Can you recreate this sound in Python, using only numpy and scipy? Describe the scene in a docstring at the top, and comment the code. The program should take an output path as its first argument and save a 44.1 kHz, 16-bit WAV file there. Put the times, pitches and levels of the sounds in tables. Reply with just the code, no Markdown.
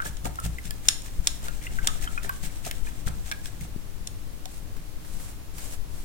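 """A paintbrush swirls in a glass jar of water: clinks on the glass and sharp ticks, each a noise tick plus damped modes.
Bubbles and two jar knocks are rising decaying tones; bristles scrub the bottom as shaped noise, exciting jar modes.
Pushes on the table ring its low modes. The brush is wiped on the rim, then on a paper towel: swelling noise and pats.
Air stirred by the arm rumbles faintly over hiss and hum. Two spaced microphones hear it all in a small room."""
import sys
import numpy as np
from scipy import signal
from scipy.fft import rfft, irfft
from scipy.io import wavfile
from scipy.ndimage import uniform_filter1d, minimum_filter1d

SR = 44100
rng = np.random.default_rng(int(sys.argv[2]) if len(sys.argv) > 2 else 0)


def transcribe(signal):
    """Save signal, clipped to [-1, 1], as a 16-bit WAV file at the path in sys.argv[1]."""
    frames = np.atleast_2d(signal).T
    limited = np.clip(frames, -1, 1)
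    pcm = np.round(limited * 32767).astype(np.int16)
    wavfile.write(sys.argv[1], SR, pcm)


N = 266760
T = np.arange(N) / SR
# extra travel time from the jar to the right microphone; upper limit of the recorded band
LAG_S, TOP_HZ = 17 / SR, 16100

# Steady hiss. Each row: frequency in Hz, relative spectrum level in dB.
ROOM_TONE = [(15, -9.5), (27, 0), (38, -10.5), (52, -3.5), (75, -12), (105, -11), (130, -16), (200, -19.5),
             (370, -26), (700, -31.5), (1600, -36.5), (4000, -40), (10000, -41.5), (16000, -44)]
ROOM_TONE_DB = -42  # common level, before the shared and own gains
# Steady hum. Each row: frequency in Hz, rms level in dB.
HUM = [(100, -57.5), (162, -62), (300, -62)]
# Room reflections. Each row: frequency in Hz, relative spectrum level in dB.
ECHO = [(100, 4), (500, 10), (1500, 6.9), (3500, 4.7), (8000, 3.1), (11000, 6.2), (16000, 5.1)]

# Air stirred by the arm. 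Each row: time in seconds, level in dB before the microphone gains.
DRAUGHT = [(0.05, -45), (1.66, -42), (2.02, -35.5), (2.32, -43.5), (3.17, -37), (3.33, -43.5), (5.9, -46),
           (6.0, -41.5)]
# Stirred air. Each row: frequency in Hz, relative spectrum level in dB.
AIR = [(8, 1), (24, -6.5), (34, -9), (52, -13.5), (80, -23), (160, -27), (400, -42.5), (2000, -76)]
# Soft low pops, mostly on the left. Each row: start in seconds, left peak level in dB, length in seconds.
POPS = [(1.187, -11.5, 0.019), (1.821, -17, 0.03), (2.029, -16, 0.025), (3.761, -17.5, 0.0038)]

# Bristles wiped on the rim, then on the towel.
# Each row: start in seconds, length in seconds, mean level in dB, swell in seconds.
WIPES = [(4.46, 0.12, -50.5, 0.057), (4.99, 0.32, -47.5, 0.15), (5.528, .21, -43.5, 0.046),
         (5.885, .17, -50, 0.06)]
WIPE_RELEASE_S = 0.035
# Wiping noise. Each row: frequency in Hz, relative spectrum level in dB.
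PAPER = [(200, -3), (700, -2.5), (1600, -6.5), (3000, -6), (5000, -6), (8000, -0.5), (11000, -5),
         (16000, -11.5)]
# Wet brush landing on the towel. Each row: start in seconds, level in dB before the envelope.
DABS = [(4.764, -38.5), (5.046, -39), (5.197, -37), (5.282, -40), (5.580, -31), (5.591, -38), (5.727, -40)]
# Landing noise. Each row: frequency in Hz, relative spectrum level in dB.
PAT = [(200, -15), (600, -9), (1600, -0.5), (3000, -7.5), (6000, -8), (16000, -10.5)]

# Jar pushed against the table. Each row: start in seconds, relative level in dB, contact time in seconds.
THUDS = [(0.06, -33, 0.0061), (.240, -30.5, 0.0061), (.258, -35, 0.0015), (0.438, -27, 0.0069),
         (0.458, -29, 0.0054), (.651, -31.5, 0.0055), (1.185, -40.5, 0.003), (2.245, -41, 0.002),
         (2.432, -37.5, 0.0043), (3.064, -26.5, 0.0053), (3.609, -35, 0.0042), (4.761, -42.5, 0.001)]
# Table modes. 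Each row: frequency in Hz, relative level in dB, 60 dB decay time in seconds.
TABLE = [(59.6, -5, 0.65), (87.6, -9, 0.34), (113.8, -2, 0.21), (142, -6, 0.23), (164, 3.5, 0.19),
         (190.6, -8.5, 0.25), (253, -6, 0.18), (404, 6, 0.038)]

# Brush pushed across the bottom, about five times a second.
# Each row: peak time in seconds, hiss level in dB, low grating in dB re the hiss.
STROKES = [(0.068, -36, -10), (0.262, -36.5, -1), (0.452, -35.5, -5.5), (.660, -44.5, -17),
           (.87, -42.5, -9), (1.066, -44.5, -13), (1.26, -45.5, -10), (1.453, -42, -6.5),
           (1.647, -45.5, -12), (1.855, -42.5, -11), (2.034, -38.5, -6.5), (2.247, -40, -2.5),
           (2.449, -37.5, -9.5), (2.666, -36.5, -9), (2.873, -44.5, -13), (3.077, -36.5, 1),
           (3.278, -43, -7), (3.465, -44, -15), (3.635, -46, -10)]
# A stroke grating at STROKE_DB lasts twice STROKE_HALF_S; every HALVING_DB harder halves its length.
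STROKE_DB, STROKE_HALF_S, HALVING_DB, LONGEST_HALF_S = -44.5, 0.017, 13, 0.021
# Lighter swing back, midway between strokes: level at 0 dB vigour, and the share of the vigour it follows.
RETURN_DB, RETURN_HALF_S, RETURN_GRATE_DB, RETURN_SHARE = -43.5, 0.037, -8.5, 0.76
# Bristle hiss. Each row: frequency in Hz, relative spectrum level in dB.
BRISTLE = [(300, -46), (900, -34), (1600, -1), (2700, -1), (3600, -0.5), (4700, -4), (6000, 0), (8500, 3),
           (10500, -6), (16000, -7)]
# Jar and water shaken by the bristles.
# Each row: frequency in Hz, relative level in dB, 60 dB decay time in seconds.
JAR = [(301, -7.5, 0.048), (418, -7, 0.039), (577, -8.5, 0.012), (733, 0.5, 0.018), (884, -7.5, 0.086),
       (1284, -3, 0.013), (1592, -13, 0.066), (1760, -24, 0.022), (2070, -13.5, 0.011)]

# How briskly the water is stirred. Each row: time in seconds, relative level in dB.
VIGOUR = [(0, -17), (.6, -16), (1.4, -8.5), (1.8, -1.5), (2.25, -4.5), (2.9, -8.5), (3.65, -19)]
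# Larger bubbles, and two short knocks of the jar at 2.293 (1505 Hz) and 3.320.
# Each row: start in seconds, starting pitch in Hz, relative level in dB.
BUBBLES_AND_KNOCKS = [(.001, 1403, -19), (.022, 1514, -26), (.060, 1630, -28), (.262, 834, -31),
                      (.387, 1304, -22), (.584, 2004, -29), (.708, 1640, -35), (1.483, 1370, -25.5),
                      (1.666, 1990, -32), (1.668, 2730, -32.5), (1.786, 1510, -21.5), (1.884, 1236, -23.5),
                      (2.039, 2500, -40), (2.074, 1360, -26), (2.075, 3060, -33), (2.176, 1395, -24.5),
                      (2.177, 2410, -27.5), (2.246, 1740, -32), (2.293, 1505, -20), (2.296, 1070, -23),
                      (2.664, 717, -30.5), (2.711, 1830, -35), (2.713, 2570, -39), (2.869, 1695, -38),
                      (2.870, 2370, -36.5), (3.320, 1590, -25.5), (3.323, 2310, -29), (3.610, 2070, -42.5),
                      (4.458, 740, -37)]
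# A tone of BUBBLE_HZ rings for BUBBLE_T60_S; higher ones die sooner by this power of pitch.
BUBBLE_HZ, BUBBLE_T60_S, BUBBLE_DAMPING = 1500, 0.031, 0.22

# Clinks on glass and sharp ticks (bubble bursts at 0.7076, 2.293 and 2.7114).
# Each row: start in seconds, relative ring level in dB, brightness in dB per octave, relative tick level in dB.
CLINKS_AND_TICKS = [(0.019, -35, 3, -38), (0.169, -35, 0, -50), (0.255, -29, 0, -32), (0.356, -34, 18, -35),
                    (0.3995, -30.5, 22, -41), (0.4416, -50, 0, -34), (.585, -40, -8, -39.5),
                    (.6535, -33, -4, -42), (0.7076, -36, -1, -20.5), (0.8852, -1, 2.5, -25),
                    (1.019, -35, 11, -51), (1.2714, -8, 1, -16), (1.483, -32, -1, -32),
                    (1.8720, -9, -2, -13.5), (2.293, -35, -7, -26.5), (2.7114, -27, -3, -21.5),
                    (3.067, -39, -2, -37), (3.314, -20, -7.5, -30), (3.3212, -32, -10, -26),
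                    (3.457, -30.5, -7, -34), (3.6093, -37, 14, -39), (4.0719, -22.5, 7, -43),
                    (4.4557, -30.5, 0, -32)]
# Jar wall modes. Each row: frequency in Hz, relative level in dB, 60 dB decay time in seconds,
# left minus right in dB.
GLASS = [(1250, -20, 0.0075, 2), (1625, -6, 0.022, -5.5), (2120, -9, 0.016, -8), (2800, -2, 0.0096, 0),
         (3070, 2.5, 0.0021, -3), (3594, 4, 0.0083, 1), (3550, -13, 0.013, 2), (5416, 5.5, 0.012, -2),
         (5460, -9, 0.0056, -25), (6170, -10, 0.0052, 9), (6870, 0.5, 0.0067, 7), (6880, -5, 0.0083, 36),
         (7480, -5.5, 0.021, 13), (9040, 2, 0.017, 2), (9700, -16, 0.0086, 22), (11360, -5, 0.0079, 12),
         (12800, -18, 0.011, 3), (13600, -20, 0.0065, -4)]
# Chatter after each clink. Each row: frequency in Hz, relative spectrum level in dB before the brightness tilt.
CHATTER = [(200, -30), (900, -8.5), (1800, -5), (2600, -1), (3350, 10), (4600, -0.5), (5500, 3),
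           (8800, 3.5), (10200, -9.5), (16000, -20)]
# Dry tick, of ferrule or bursting bubble. Each row: frequency in Hz, relative spectrum level in dB.
TICK = [(100, -17), (600, -8.5), (1800, 1), (4500, 4), (6500, -6), (9000, 0), (16000, -1)]


def undb(db):
    """Decibels to amplitude gain."""
    return 10 ** (np.asarray(db) / 20)


def unit(x):
    """Scale to rms 1."""
    return x / np.sqrt(np.mean(x ** 2))


def add(out, start_s, sound):
    """Mix a sound into out at start_s."""
    i = max(int(start_s * SR), 0)
    out[:, i:i + sound.shape[-1]] += sound[..., :N - i]


def colour(x, points):
    """Shape by a (Hz, dB) spectrum, linear over log frequency; rms 1."""
    hz, db = np.transpose(points)
    bin_hz = np.fft.rfftfreq(x.shape[-1], 1 / SR) + 1  # +1 avoids log 0
    gain = undb(np.interp(np.log(bin_hz), np.log(hz), db))
    return unit(irfft(rfft(x) * gain, x.shape[-1]))


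def curve(rows):
    """Join (s, value) rows by straight lines."""
    return np.interp(T, *np.transpose(rows))


def walk(rate_hz):
    """Random levels held 1 / rate_hz and slewed; rms 1."""
    hold = max(int(SR / rate_hz), 1)
    held = rng.standard_normal(N)[np.arange(N) // hold]
    return unit(uniform_filter1d(held, hold))


def arrival(size):
    """Time in s since a sound reached each microphone; the right one is further off."""
    return np.maximum(np.arange(size) / SR - np.array([[0], [LAG_S]]), 0)


def fade(t, t60_s):
    """Exponential decay, 60 dB in t60_s."""
    return np.exp(-np.log(1000) * t / t60_s)


def rise(t, rise_s):
    """Exponential onset with time constant rise_s."""
    return 1 - np.exp(-t / rise_s)


def friction(grain_db, grain_hz):
    """Countless hairs catch and slip in small clumps: noise with randomly varying level."""
    return rng.standard_normal((2, N)) * undb(grain_db * walk(grain_hz))


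def room_tone(shared_db=-3, own_db=3):
    """Steady hiss and hum; the hiss is shared in the bass, and mostly separate at each microphone above."""
    own = colour(rng.standard_normal((2, N)), ROOM_TONE)
    lowpass = signal.butter(1, 400, fs=SR)
    shared = signal.lfilter(*lowpass, colour(rng.standard_normal(N), ROOM_TONE))
    own_thinned = own - 0.5 * signal.lfilter(*lowpass, own)
    hiss = undb(ROOM_TONE_DB) * (undb(shared_db) * shared + undb(own_db) * own_thinned)
    hum = sum(undb(db) * np.sqrt(2) * np.sin(2 * np.pi * (hz * T + rng.random())) for hz, db in HUM)
    return hiss + hum


def draught(left_db=12, right_db=0, gust_db=2, gust_hz=9, pop_right_db=-14):
    """Slow gusting eddies make low noise and a few pops of air, mostly on the left microphone."""
    gusts = undb(curve(DRAUGHT) + gust_db * walk(gust_hz))
    out = colour(rng.standard_normal((2, N)), AIR) * gusts * undb([[left_db], [right_db]])
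    for start_s, db, length_s in POPS:
        pop = np.hanning(max(int(length_s * SR), 8))
        add(out, start_s, undb(db) * pop * undb([[0], [pop_right_db]]))
    return out


def wipes(dab_t60_s=0.047, dab_rise_s=0.0029, uneven_db=1.3, uneven_hz=25):
    """Damp bristles drawn over a surface swell, hold and lift off; a soft pat marks each landing on the towel."""
    press = np.zeros(N)
    for start_s, length_s, db, swell_s in WIPES:
        end_s = start_s + length_s
        corners_s = [start_s, start_s + swell_s, end_s, end_s + WIPE_RELEASE_S]
        press += undb(db) * np.interp(T, corners_s, [0, 1, 1, 0])
    press *= undb(uneven_db * walk(uneven_hz))
    out = press * colour(friction(grain_db=1.5, grain_hz=470), PAPER)
    t = arrival(size=3000)
    for start_s, db in DABS:
        pat = colour(rng.standard_normal(t.shape), PAT) * fade(t, dab_t60_s) * rise(t, dab_rise_s)
        add(out, start_s, undb(db) * pat)
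    return out


def thuds(gain_db=1, side_share=0.32, build_s=0.0012):
    """A soft push through the jar sets the table top ringing; longer contact is duller."""
    out, t = np.zeros((2, N)), np.arange(SR // 2) / SR
    for start_s, level_db, contact_s in THUDS:
        ring = np.zeros((2, len(t)))
        for hz, db, t60_s in TABLE:
            side_gain = 1 + side_share * rng.standard_normal((2, 1))
            ring += undb(db) * side_gain * np.sin(2 * np.pi * hz * t) * fade(t, t60_s)
        ring *= rise(t, build_s)
        push = np.hanning(max(int(contact_s * SR), 8))
        thud = signal.fftconvolve(ring, push[None] / push.sum())
        add(out, start_s, undb(level_db + gain_db) * thud)
    return out


def vigour(s):
    """Briskness of the stirring at time s, in dB."""
    return np.interp(s, *np.transpose(VIGOUR))


def half_length(grating_db):
    """Half length of a stroke in s: harder strokes are shorter."""
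    return min(STROKE_HALF_S * 2 ** ((STROKE_DB - grating_db) / HALVING_DB), LONGEST_HALF_S)


def swings():
    """Rows (peak s, half length s, hiss dB, grating dB re hiss): strokes, then a swing back between each two."""
    pushes = [(s, half_length(db + grate_db), db, grate_db) for s, db, grate_db in STROKES]
    peak_s = np.array(STROKES)[:, 0]
    returns = [(s, RETURN_HALF_S, RETURN_DB + RETURN_SHARE * vigour(s), RETURN_GRATE_DB)
               for s in (peak_s[:-1] + peak_s[1:]) / 2]
    return pushes + returns


def scrubs(jar_db=1):
    """Bristles dragged over the glass hiss wetly, and their slips excite a hollow grating from the jar."""
    hiss_level, grate_level = np.zeros(N), np.zeros(N)
    for peak_s, half_s, db, grate_db in swings():
        press = undb(db) / (1 + ((T - peak_s) / half_s) ** 4 / 2)
        hiss_level += press
        grate_level += press * undb(grate_db)
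    t = np.arange(SR // 8) / SR
    # dividing by sqrt(t60_s) evens out the energy of long and short modes
    body = sum(undb(db) * np.sin(2 * np.pi * hz * t) * fade(t, t60_s) / np.sqrt(t60_s)
               for hz, db, t60_s in JAR)
    slips = grate_level * unit(friction(grain_db=5.5, grain_hz=220))
    grating = signal.fftconvolve(slips, unit(body)[None] / np.sqrt(len(t)), axes=1)[:, :N]
    hiss = hiss_level * colour(friction(grain_db=2.5, grain_hz=680), BRISTLE)
    return hiss + undb(jar_db) * grating


def rising_tone(hz, t, glide_per_s):
    """Sine whose pitch rises linearly from hz."""
    return np.sin(2 * np.pi * hz * t * (1 + glide_per_s * t / 2))


def slosh(base_db=-40.0, lag_s=0.012, scatter_s=0.028, centre_hz=1900, spread=0.36, cycles=38,
          size_db=4, glide_per_s=8, count=26):
    """Each stroke folds in a cloud of small bubbles, louder when stirring is brisk; decay is a count of cycles."""
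    out, t = np.zeros((2, N)), arrival(size=2600)
    for stroke_s, _, _ in STROKES:
        for when, pitch, size in rng.standard_normal((count, 3)):
            start_s = stroke_s + lag_s + scatter_s * when
            hz = centre_hz * np.exp(spread * pitch)
            db = base_db + vigour(start_s) + size_db * np.clip(size, -2, 1)
            add(out, start_s, undb(db) * rising_tone(hz, t, glide_per_s) * fade(t, cycles / hz))
    return out


def bubbles_and_knocks(glide_per_s=5, rise_s=0.001, splash_db=-11, splash_width=0.23, gain_db=5):
    """Trapped air rings, rising in pitch near the surface, with a short splash; two jar knocks are made alike."""
    out, t = np.zeros((2, N)), arrival(size=4000)
    for start_s, hz, db in BUBBLES_AND_KNOCKS:
        t60_s = BUBBLE_T60_S * (BUBBLE_HZ / hz) ** BUBBLE_DAMPING
        tone = rising_tone(hz, t, glide_per_s)
        spread = 2 * np.exp(2 * splash_width)
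        band = [(hz / spread, -40), (hz, 0), (hz * spread, -40)]
        splash = np.interp(t, t[0], colour(rng.standard_normal(t.shape[1]), band))
        envelope = fade(t, t60_s) * rise(t, rise_s)
        add(out, start_s, undb(db + gain_db) * (tone + undb(splash_db) * splash) * envelope)
    return out


def clinks_and_ticks(chatter_db=-4.0, chatter_t60_s=0.018, chatter_lag_s=0.000899, tick_t60_s=0.0091,
                     scatter_db=1, rise_s=0.00025, right_db=2.0):
    """A dry tick over a milliseconds-long ring of glass; water damps it and the wall radiates unevenly."""
    out, t = np.zeros((2, N)), arrival(size=2600)
    # axes: mode, microphone, time
    hz, db, t60_s, pan_db = np.transpose(GLASS)[:, :, None, None]
    db = db + pan_db * np.array([[0.5], [-0.5]])
    onset = rise(t, rise_s)
    for start_s, ring_db, bright_db, tick_db in CLINKS_AND_TICKS:
        gain = undb(db + bright_db * np.log2(hz) + scatter_db * rng.standard_normal(db.shape))
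        # random phase per mode and microphone, wider at higher pitch
        phase = rng.standard_normal(db.shape) * hz / 7000
        modes = gain * np.sin(2 * np.pi * hz * t + phase) * fade(t, t60_s)
        ring = modes.sum(0) / np.sqrt((gain ** 2).sum() / 4)  # near rms 1 before decay
        tick_noise = np.interp(t, t[0], colour(rng.standard_normal(t.shape[1]), TICK))
        tick = tick_noise * fade(t, tick_t60_s) * (t > 0)
        add(out, start_s, undb(ring_db) * ring * onset + undb(tick_db) * tick)
        # a brief chatter follows, with half the ring's tilt
        tilted = [(f, level + bright_db * np.log2(f) / 2) for f, level in CHATTER]
        chatter = colour(rng.standard_normal(t.shape), tilted) * fade(t, chatter_t60_s) * onset
        add(out, start_s + chatter_lag_s, undb(ring_db + chatter_db) * chatter)
    return out * undb([[0], [right_db]])


def room(x, t60_s=0.37, first_s=0.0036):
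    """Dense reflections follow milliseconds behind; each input channel reaches both microphones."""
    t = np.arange(SR // 2) / SR
    out = 0
    for direction in x:
        build = np.clip(t / first_s - 1, 0, 1)
        tail = colour(rng.standard_normal((2, len(t))), ECHO) * fade(t, t60_s) * build
        tail = unit(tail) / np.sqrt(2 * len(t))
        out = out + signal.fftconvolve(direction[None], tail, axes=1)[:, :N]
    return out


def scene(glass_wet_db=-12, water_wet_db=-14, rest_wet_db=-10):
    """Jar, table and wiping in the room, over draught and steady background."""
    glass = clinks_and_ticks()
    water = bubbles_and_knocks() + slosh()
    rest = scrubs() + thuds() + wipes()
    echo = room(undb(glass_wet_db) * glass + undb(water_wet_db) * water + undb(rest_wet_db) * rest)
    return glass + water + rest + echo + draught() + room_tone()


def record(dry):
    """A very fast limiter per channel holds peaks to full scale; then the band above TOP_HZ is cut."""
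    gain = minimum_filter1d(1 / np.maximum(np.abs(dry), 1), size=25, axis=1)
    held = dry * uniform_filter1d(gain, size=25, axis=1)
    lowpass = signal.ellip(8, 0.1, 60, TOP_HZ, fs=SR, output="sos")
    return signal.sosfiltfilt(lowpass, held)


dry = scene()
out = record(dry)
transcribe(out)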